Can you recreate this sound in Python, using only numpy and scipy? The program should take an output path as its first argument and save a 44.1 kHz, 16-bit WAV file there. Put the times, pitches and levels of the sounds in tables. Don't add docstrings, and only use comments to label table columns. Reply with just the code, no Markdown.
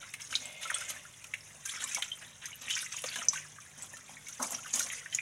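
import sys
import numpy as np
from scipy import signal
from scipy.fft import rfft, irfft, next_fast_len
from scipy.io import wavfile
from scipy.ndimage import map_coordinates

SR = 44100
rng = np.random.default_rng(int(sys.argv[2]) if len(sys.argv) > 2 else 0)


def generate_wav(signal):
    frames = np.transpose(np.atleast_2d(signal))
    scaled = np.clip(frames, -1, 1) * 32767
    pcm = np.round(scaled).astype(np.int16)
    wavfile.write(sys.argv[1], SR, pcm)


N = 229792

# (frequency [Hz], mean level [dB])
LOW_TONES = [(50.1, -85.5), (100.3, -74.5), (150.3, -70.5), (200.3, -76.5), (262, -82)]
# (frequency [Hz], relative gain [dB])
RUMBLE_COLOUR = [(20, -20), (36, -40), (50, -6.5), (75, 0.5), (120, 6), (170, -1), (260, -11.5), (320, -9),
                 (600, -12.5), (2000, -9), (8000, -34), (13000, -23.5)]
# (frequency [Hz], relative gain [dB])
STREAM_COLOUR = [(600, 10.5), (1200, -10), (2100, 2), (3500, -24), (4500, -9), (6300, 17), (7800, 10.5),
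                 (9400, 16), (11500, 8), (13600, -41), (15000, -25), (17000, -31)]
# (frequency [Hz], bandwidth [Hz], relative level [dB])
STEEL_MODES = [(580, 55, -3), (766, 140, -13), (2130, 29, 6), (2496, 78, -1.5), (2880, 120, -5.5),
               (3100, 52, -8), (3460, 200, -7)]
# (frequency [Hz], relative gain [dB])
SLOSH_COLOUR = [(120, -33.5), (200, -1.5), (265, 1), (320, -12), (420, -10.5), (520, 2.5), (800, 5.5),
                (1100, 10.5), (1500, 4), (2500, -21.5)]
GURGLE_COLOUR = [(500, -20), (900, -13), (1300, -4.5), (2000, 5.5), (3100, 7.5), (3800, 7.5), (4500, -7),
                 (5500, -27)]
SPRAY_COLOUR = [(1000, -36), (3500, -13), (4500, -12.5), (5400, -2), (6300, 6.5), (7000, 3), (8000, -1.5),
                (9500, 1.5), (11200, -5), (13300, -18), (15500, -15.5), (17000, -60)]
# (time [s], length [s], slosh level [dB], bubbling level [dB], spray level [dB])
STROKES = [(0.0, 0.028, -63, -49.5, -52.5), (0.19, 0.043, -74, -52.5, -45),
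           (0.299, 0.066, -57.5, -51, -41.5), (0.405, 0.056, -59.5, -62, -47.5),
           (0.606, 0.13, -65, -45.5, -45.5), (0.734, 0.085, -73, -45, -42),
           (0.877, 0.037, -63, -47.5, -42.5), (0.94, 0.026, -68, -52.5, -55),
           (1.493, 0.13, -65.5, -74, -64), (1.645, 0.05, -86, -46.5, -42.5),
           (1.709, 0.053, -72, -43.5, -46), (1.796, 0.029, -55, -45, -41.5), (1.857, 0.2, -73, -46.5, -44),
           (2.207, 0.027, -68, -52, -57), (2.413, 0.065, -73, -49, -52.5), (2.605, 0.067, -60, -51, -47.5),
           (2.681, 0.045, -70, -46.5, -40), (2.752, 0.043, -68.5, -42.5, -39),
           (2.912, 0.079, -69, -46, -43), (3.049, 0.14, -63, -46, -42), (3.161, 0.078, -56, -46, -48.5),
           (3.319, 0.03, -64, -42.5, -42), (3.77, 0.062, -62.5, -55.5, -48),
           (3.912, 0.024, -60.5, -65, -56.5), (4.081, .03, -59, -59.5, -55.5),
           (4.26, 0.25, -78, -61, -49.5), (4.39, 0.046, -42, -55, -46.5), (4.416, 0.014, -48, -51, -36.5),
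           (4.508, 0.036, -50, -52, -43.5), (4.625, 0.16, -66, -53, -48.5), (4.728, 0.089, -49, -45, -34),
           (4.855, 0.021, -58, -46.5, -48), (4.91, 0.028, -73, -46, -41.5), (5.115, 0.027, -64, -47, -46)]
# (slosh level [dB], bubbling level [dB], spray level [dB])
SWIRL_DB = [-73.5, -62, -59.5]
# (time [s], smack level [dB], gulp level [dB], spray level [dB])
SLAPS = [(0.137, -42, -72, -34), (0.326, -35.5, -58, -45), (0.63, -34.5, -72, -37.5),
         (0.807, -40, -51, -34), (0.901, -44, -56, -37), (1.241, -47, -60, -40), (1.338, -47, -60, -39),
         (1.657, -51, -76, -32), (1.946, -39, -72, -28), (1.969, -37, -41, -53), (2.022, -28, -66, -31.5),
         (2.456, -59, -68, -35), (2.704, -30.5, -73, -32), (3.039, -34.5, -40.5, -33),
         (3.157, -34, -44, -32), (3.835, -58, -51, -49), (3.969, -49, -69, -41.5), (4.284, -45, -73, -37.5),
         (4.398, -55, -36, -44), (4.426, -56, -37.5, -25), (4.521, -58, -48, -31.5), (4.757, -43, -47, -24),
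         (4.794, -33, -66, -23), (5.148, -44, -78, -31)]
# (time [s], starting pitch [Hz], peak level before echoes [dB], 60 dB decay [s])
BUBBLES = [(0.139, 2180, -31.5, 0.004), (0.218, 6200, -34, 0.0094), (0.326, 1460, -30.5, 0.01),
           (0.339, 2320, -28.5, .009), (0.353, 3830, -15.5, 0.0055), (0.653, 1320, -35, 0.034),
           (0.7, 1750, -26, 0.013), (0.714, 1170, -31, 0.01), (0.742, 3370, -28, .02),
           (0.744, 8200, -21.5, .018), (1.051, 1390, -42, .014), (1.243, 2550, -39, .006),
           (1.337, 2190, -23.5, 0.008), (1.694, 3350, -27.5, 0.0044), (1.759, 1880, -33, 0.0037),
           (1.839, 1112, -40.5, 0.065), (1.84, 7600, -20.5, 0.0028), (1.947, 5850, -20.5, 0.0046),
           (1.958, 2230, -34, 0.053), (1.969, 810, -37.5, 0.077), (1.979, 997, -41, .03),
           (2.023, 3110, -23.5, 0.012), (2.116, 3130, -28, 0.056), (2.221, 1810, -42.5, 0.011),
           (2.456, 6200, -30.5, 0.017), (2.529, 2940, -37.5, 0.037), (2.682, 2070, -26.5, 0.0039),
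           (2.698, 2790, -27.5, 0.013), (2.708, 3020, -26.5, 0.056), (2.737, 3040, -26.5, 0.035),
           (2.753, 5720, -22, 0.0035), (2.771, 2360, -29.5, 0.01), (2.79, 5000, -28.5, 0.0049),
           (2.861, 2060, -33.5, 0.014), (2.941, 1100, -40, .04), (3.04, 600, -33, .013),
           (3.088, 4530, -27, 0.0054), (3.159, 1620, -32, 0.011), (3.186, 683, -43, 0.058),
           (3.187, 2960, -34, 0.021), (3.218, 1310, -33.5, 0.0048), (3.285, 6040, -9, 0.013),
           (3.331, 1091, -32.5, 0.047), (3.374, 2740, -32, 0.0095), (3.585, 1270, -39, 0.01),
           (3.936, 1790, -41, 0.046), (4.092, 840, -44.5, 0.013), (4.168, 2210, -37, 0.029),
           (4.267, 2206, -40.5, 0.039), (4.428, 900, -38.5, 0.042), (4.52, 740, -41, 0.018),
           (4.547, 5730, -26.5, 0.023), (4.659, 1510, -35.5, 0.011), (4.738, 6600, -14, .007),
           (4.803, 1474, -30.5, 0.023), (4.901, 2350, -28, 0.0033), (4.932, 1950, -31, 0.014),
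           (5.059, 1800, -32, 0.012), (5.126, 3100, -29.5, .018), (5.148, 6800, -16.5, 0.0054),
           (5.186, 2350, -21, 0.014)]

RUMBLE_DB = -64.5
RUNOFF_S, RUNOFF_LENGTH_S, RUNOFF_DB = 0.396, 0.48, -50
ATTACK_S, SAG_DB_PER_S, SETTLE_DB_PER_S = 0.013, 31.5, 116
CHURN_DB, CHURN_PER_S = 1.5, 45
STRAYS_PER_S, STRAY_DB, STRAY_SPREAD_DB = 30, 9, 1
STRAY_LOW_HZ, STRAY_HIGH_HZ, STRAY_CYCLES = 1302, 4060, 47
DROPLET_DB = -6.5
TOP_HZ = 15950


def amp(db):
    return 10 ** (np.asarray(db) / 20)


def unit(x):
    return x / np.sqrt(np.mean(x ** 2) + 1e-20)


def wobble(rate):
    knots = rng.standard_normal(int(N * rate / SR) + 4)
    return map_coordinates(knots, [np.arange(N) * rate / SR])


def filtered(x, response):
    size = next_fast_len(len(x) + SR // 10)
    spectrum = rfft(x, size) * response(np.fft.rfftfreq(size, 1 / SR))
    return irfft(spectrum, size)[:len(x)]


def coloured(x, points, size=8192):
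    hz, db = np.transpose(points)
    log_grid = np.log(np.fft.rfftfreq(size, 1 / SR) + 1)
    gain = amp(np.interp(log_grid, np.log(hz), db))
    cepstrum = irfft(np.log(gain))[:size // 2]
    cepstrum[0] /= 2
    impulse = irfft(np.exp(rfft(2 * cepstrum, size)))
    return signal.fftconvolve(x, impulse)[:len(x)]


def add(track, s, sound):
    start = int(np.clip(round(s * SR), 0, N))
    track[start:start + len(sound)] += sound[:N - start]


def swell(s, length, attack, sag_db, settle_db):
    t = np.maximum(np.arange(N) / SR - s, 0)
    fall_db = sag_db * t + settle_db * np.maximum(t - length, 0)
    return np.minimum(t / attack, 1) * amp(-fall_db)


def echoed(x, sink_db, sink_t60=0.063, room_db=-14, room_t60=0.34, gap=0.00091):
    t = np.arange(SR // 4) / SR
    out = np.pad(x, (0, len(t) - 1))
    for db, t60 in ((sink_db, sink_t60), (room_db, room_t60)):
        fade_in = np.clip(t / gap - 1, 0, 1)
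        tail = rng.standard_normal(len(t)) * amp(-60 * t / t60) * fade_in
        wet = signal.fftconvolve(x, tail)
        balance = np.linalg.norm(x) / (np.linalg.norm(wet) + 1e-20)
        out = out + wet * amp(db) * balance
    return out


def in_sink(x, sink_db, count=60):
    out = np.zeros(N)
    for part in np.array_split(np.arange(N), count):
        add(out, part[0] / SR, echoed(x[part], sink_db))
    return out


def ring(t, hz, t60, rise, onset_cycles):
    onset = 1 - np.exp(-(t * hz / onset_cycles) ** 2)
    cycles = hz * (t + rise * t * t / (2 * t60))
    return onset * amp(-60 * t / t60) * np.sin(2 * np.pi * cycles)


def cloud(rate, low_hz, high_hz, cycles, spread_db, size=600):
    draws = rng.random((int(rate * N / SR), 4))
    when, pitch, strength, life = draws.T[:, :, None]
    hz = low_hz * (high_hz / low_hz) ** pitch
    rarity = -np.log(strength + .03)
    t60 = cycles * (.5 + life) / hz
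    rings = ring(np.arange(size) / SR, hz, t60, rise=0.088, onset_cycles=0.44)
    waves = amp(spread_db * rarity) * rings
    places = (when * N).astype(int) + np.arange(size)
    return unit(np.bincount(places.ravel(), waves.ravel(), N)[:N])


def kitchen():
    t = np.arange(N) / SR
    tones = np.zeros(N)
    for hz, db in LOW_TONES:
        level = amp(db + 3.5 * wobble(5.8)) * np.sqrt(2)
        tones += level * np.sin(2 * np.pi * hz * t + 0.57 * wobble(3.74))
    rumble = unit(coloured(rng.standard_normal(N), RUMBLE_COLOUR))
    return tones + amp(RUMBLE_DB) * rumble


def tap():
    fizz = cloud(rate=2000, low_hz=940, high_hz=14600, cycles=9.4, spread_db=5.5, size=300)
    level_db = -59.5 + 1.5 * wobble(9)
    return amp(level_db) * unit(in_sink(coloured(fizz, STREAM_COLOUR), sink_db=2))


def steel_response(hz):
    total = 0
    for k, (centre, width, db) in enumerate(STEEL_MODES):
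        damping = 1j * hz * width
        total = total + (-1) ** k * amp(db) * damping / (centre ** 2 - hz ** 2 + damping)
    return total


def runoff():
    patter = rng.standard_normal(N) * amp(3.1 * wobble(300))
    flow = swell(RUNOFF_S, RUNOFF_LENGTH_S, attack=0.035, sag_db=1.5, settle_db=63)
    return amp(RUNOFF_DB) * flow * unit(filtered(patter, steel_response))


def stirring():
    power = amp(SWIRL_DB)[:, None] ** 2
    for s, length, *levels_db in STROKES:
        push = swell(s, length, ATTACK_S, SAG_DB_PER_S, SETTLE_DB_PER_S)
        power = power + (amp(levels_db)[:, None] * push) ** 2
    return [gain * amp(CHURN_DB * wobble(CHURN_PER_S)) for gain in np.sqrt(power)]


def droplets(spray_gain):
    ticks = cloud(rate=70, low_hz=4980, high_hz=11900, cycles=58, spread_db=7.0, size=500)
    return amp(DROPLET_DB) * spray_gain * unit(echoed(ticks, sink_db=-4.5)[:N])


def strays(bubbling_gain):
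    when, pitch, strength, life = rng.random((int(STRAYS_PER_S * N / SR), 4)).T
    hz = STRAY_LOW_HZ * (STRAY_HIGH_HZ / STRAY_LOW_HZ) ** pitch
    stirred_db = 20 * np.log10(bubbling_gain[(when * N).astype(int)])
    db = stirred_db + STRAY_DB + STRAY_SPREAD_DB * (2 * strength - 1)
    t60 = STRAY_CYCLES * (.5 + life) / hz
    return np.transpose([when * N / SR, hz, db, t60])


def bubbles(rows, satellite_db=-16, scatter=0.236, lag=.004, count=4):
    out, t = np.zeros(N), np.arange(SR // 12) / SR
    for s, hz, db, t60 in rows:
        plink = ring(t, hz, t60, rise=0.0079, onset_cycles=3.3)
        size, delay = rng.random((2, count, 1))
        other_t = np.maximum(t - lag * delay, 0)
        other_hz = hz * np.exp(scatter * (2 * size - 1))
        others = ring(other_t, other_hz, t60, rise=0.24, onset_cycles=0.99)
        pocket = plink + amp(satellite_db) * others.sum(axis=0)
        add(out, s, amp(db) * echoed(pocket / np.abs(pocket).max(), sink_db=-3.5))
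    return out


def slaps():
    out, t = np.zeros(N), np.arange(SR // 10) / SR
    onset = 1 - np.exp(-t / .0007)

    def burst(colour, db, t60):
        noise = coloured(rng.standard_normal(len(t)), colour)
        return amp(db) * unit(noise) * onset * amp(-60 * t / t60)

    for s, smack_db, gulp_db, spray_db in SLAPS:
        gulp = burst(SLOSH_COLOUR, gulp_db, t60=0.077)
        smack = burst(GURGLE_COLOUR, smack_db, t60=0.041)
        spray = burst(SPRAY_COLOUR, spray_db, t60=0.031)
        add(out, s, echoed(gulp + smack + spray, sink_db=-5))
    return out


def stirred_water(slosh_gain, bubbling_gain, spray_gain):
    pockets = cloud(rate=1400, low_hz=200, high_hz=1700, cycles=9, spread_db=1.8, size=1200)
    gurgle = cloud(rate=900, low_hz=921, high_hz=4370, cycles=17.5, spread_db=3.0, size=900)
    crackle = cloud(rate=1300, low_hz=3340, high_hz=16940, cycles=14.3, spread_db=5.0, size=240)
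    fizz = cloud(rate=1700, low_hz=5120, high_hz=12200, cycles=16, spread_db=11, size=300)
    fine_spray = coloured(crackle + amp(-11.5) * fizz, SPRAY_COLOUR)
    slosh = slosh_gain * unit(coloured(pockets, SLOSH_COLOUR))
    bubbling = bubbling_gain * unit(in_sink(coloured(gurgle, GURGLE_COLOUR), sink_db=2))
    spray = spray_gain * unit(in_sink(fine_spray, sink_db=3.0))
    return slosh + bubbling + spray


def scene():
    slosh, bubbling, spray = stirring()
    background = kitchen() + tap() + runoff()
    details = droplets(spray) + bubbles(strays(bubbling)) + bubbles(BUBBLES) + slaps()
    return (background + details + stirred_water(slosh, bubbling, spray))[None]


def record(dry):
    return np.array([filtered(channel, lambda hz: hz < TOP_HZ) for channel in dry])


dry = scene()
out = record(dry)
generate_wav(out)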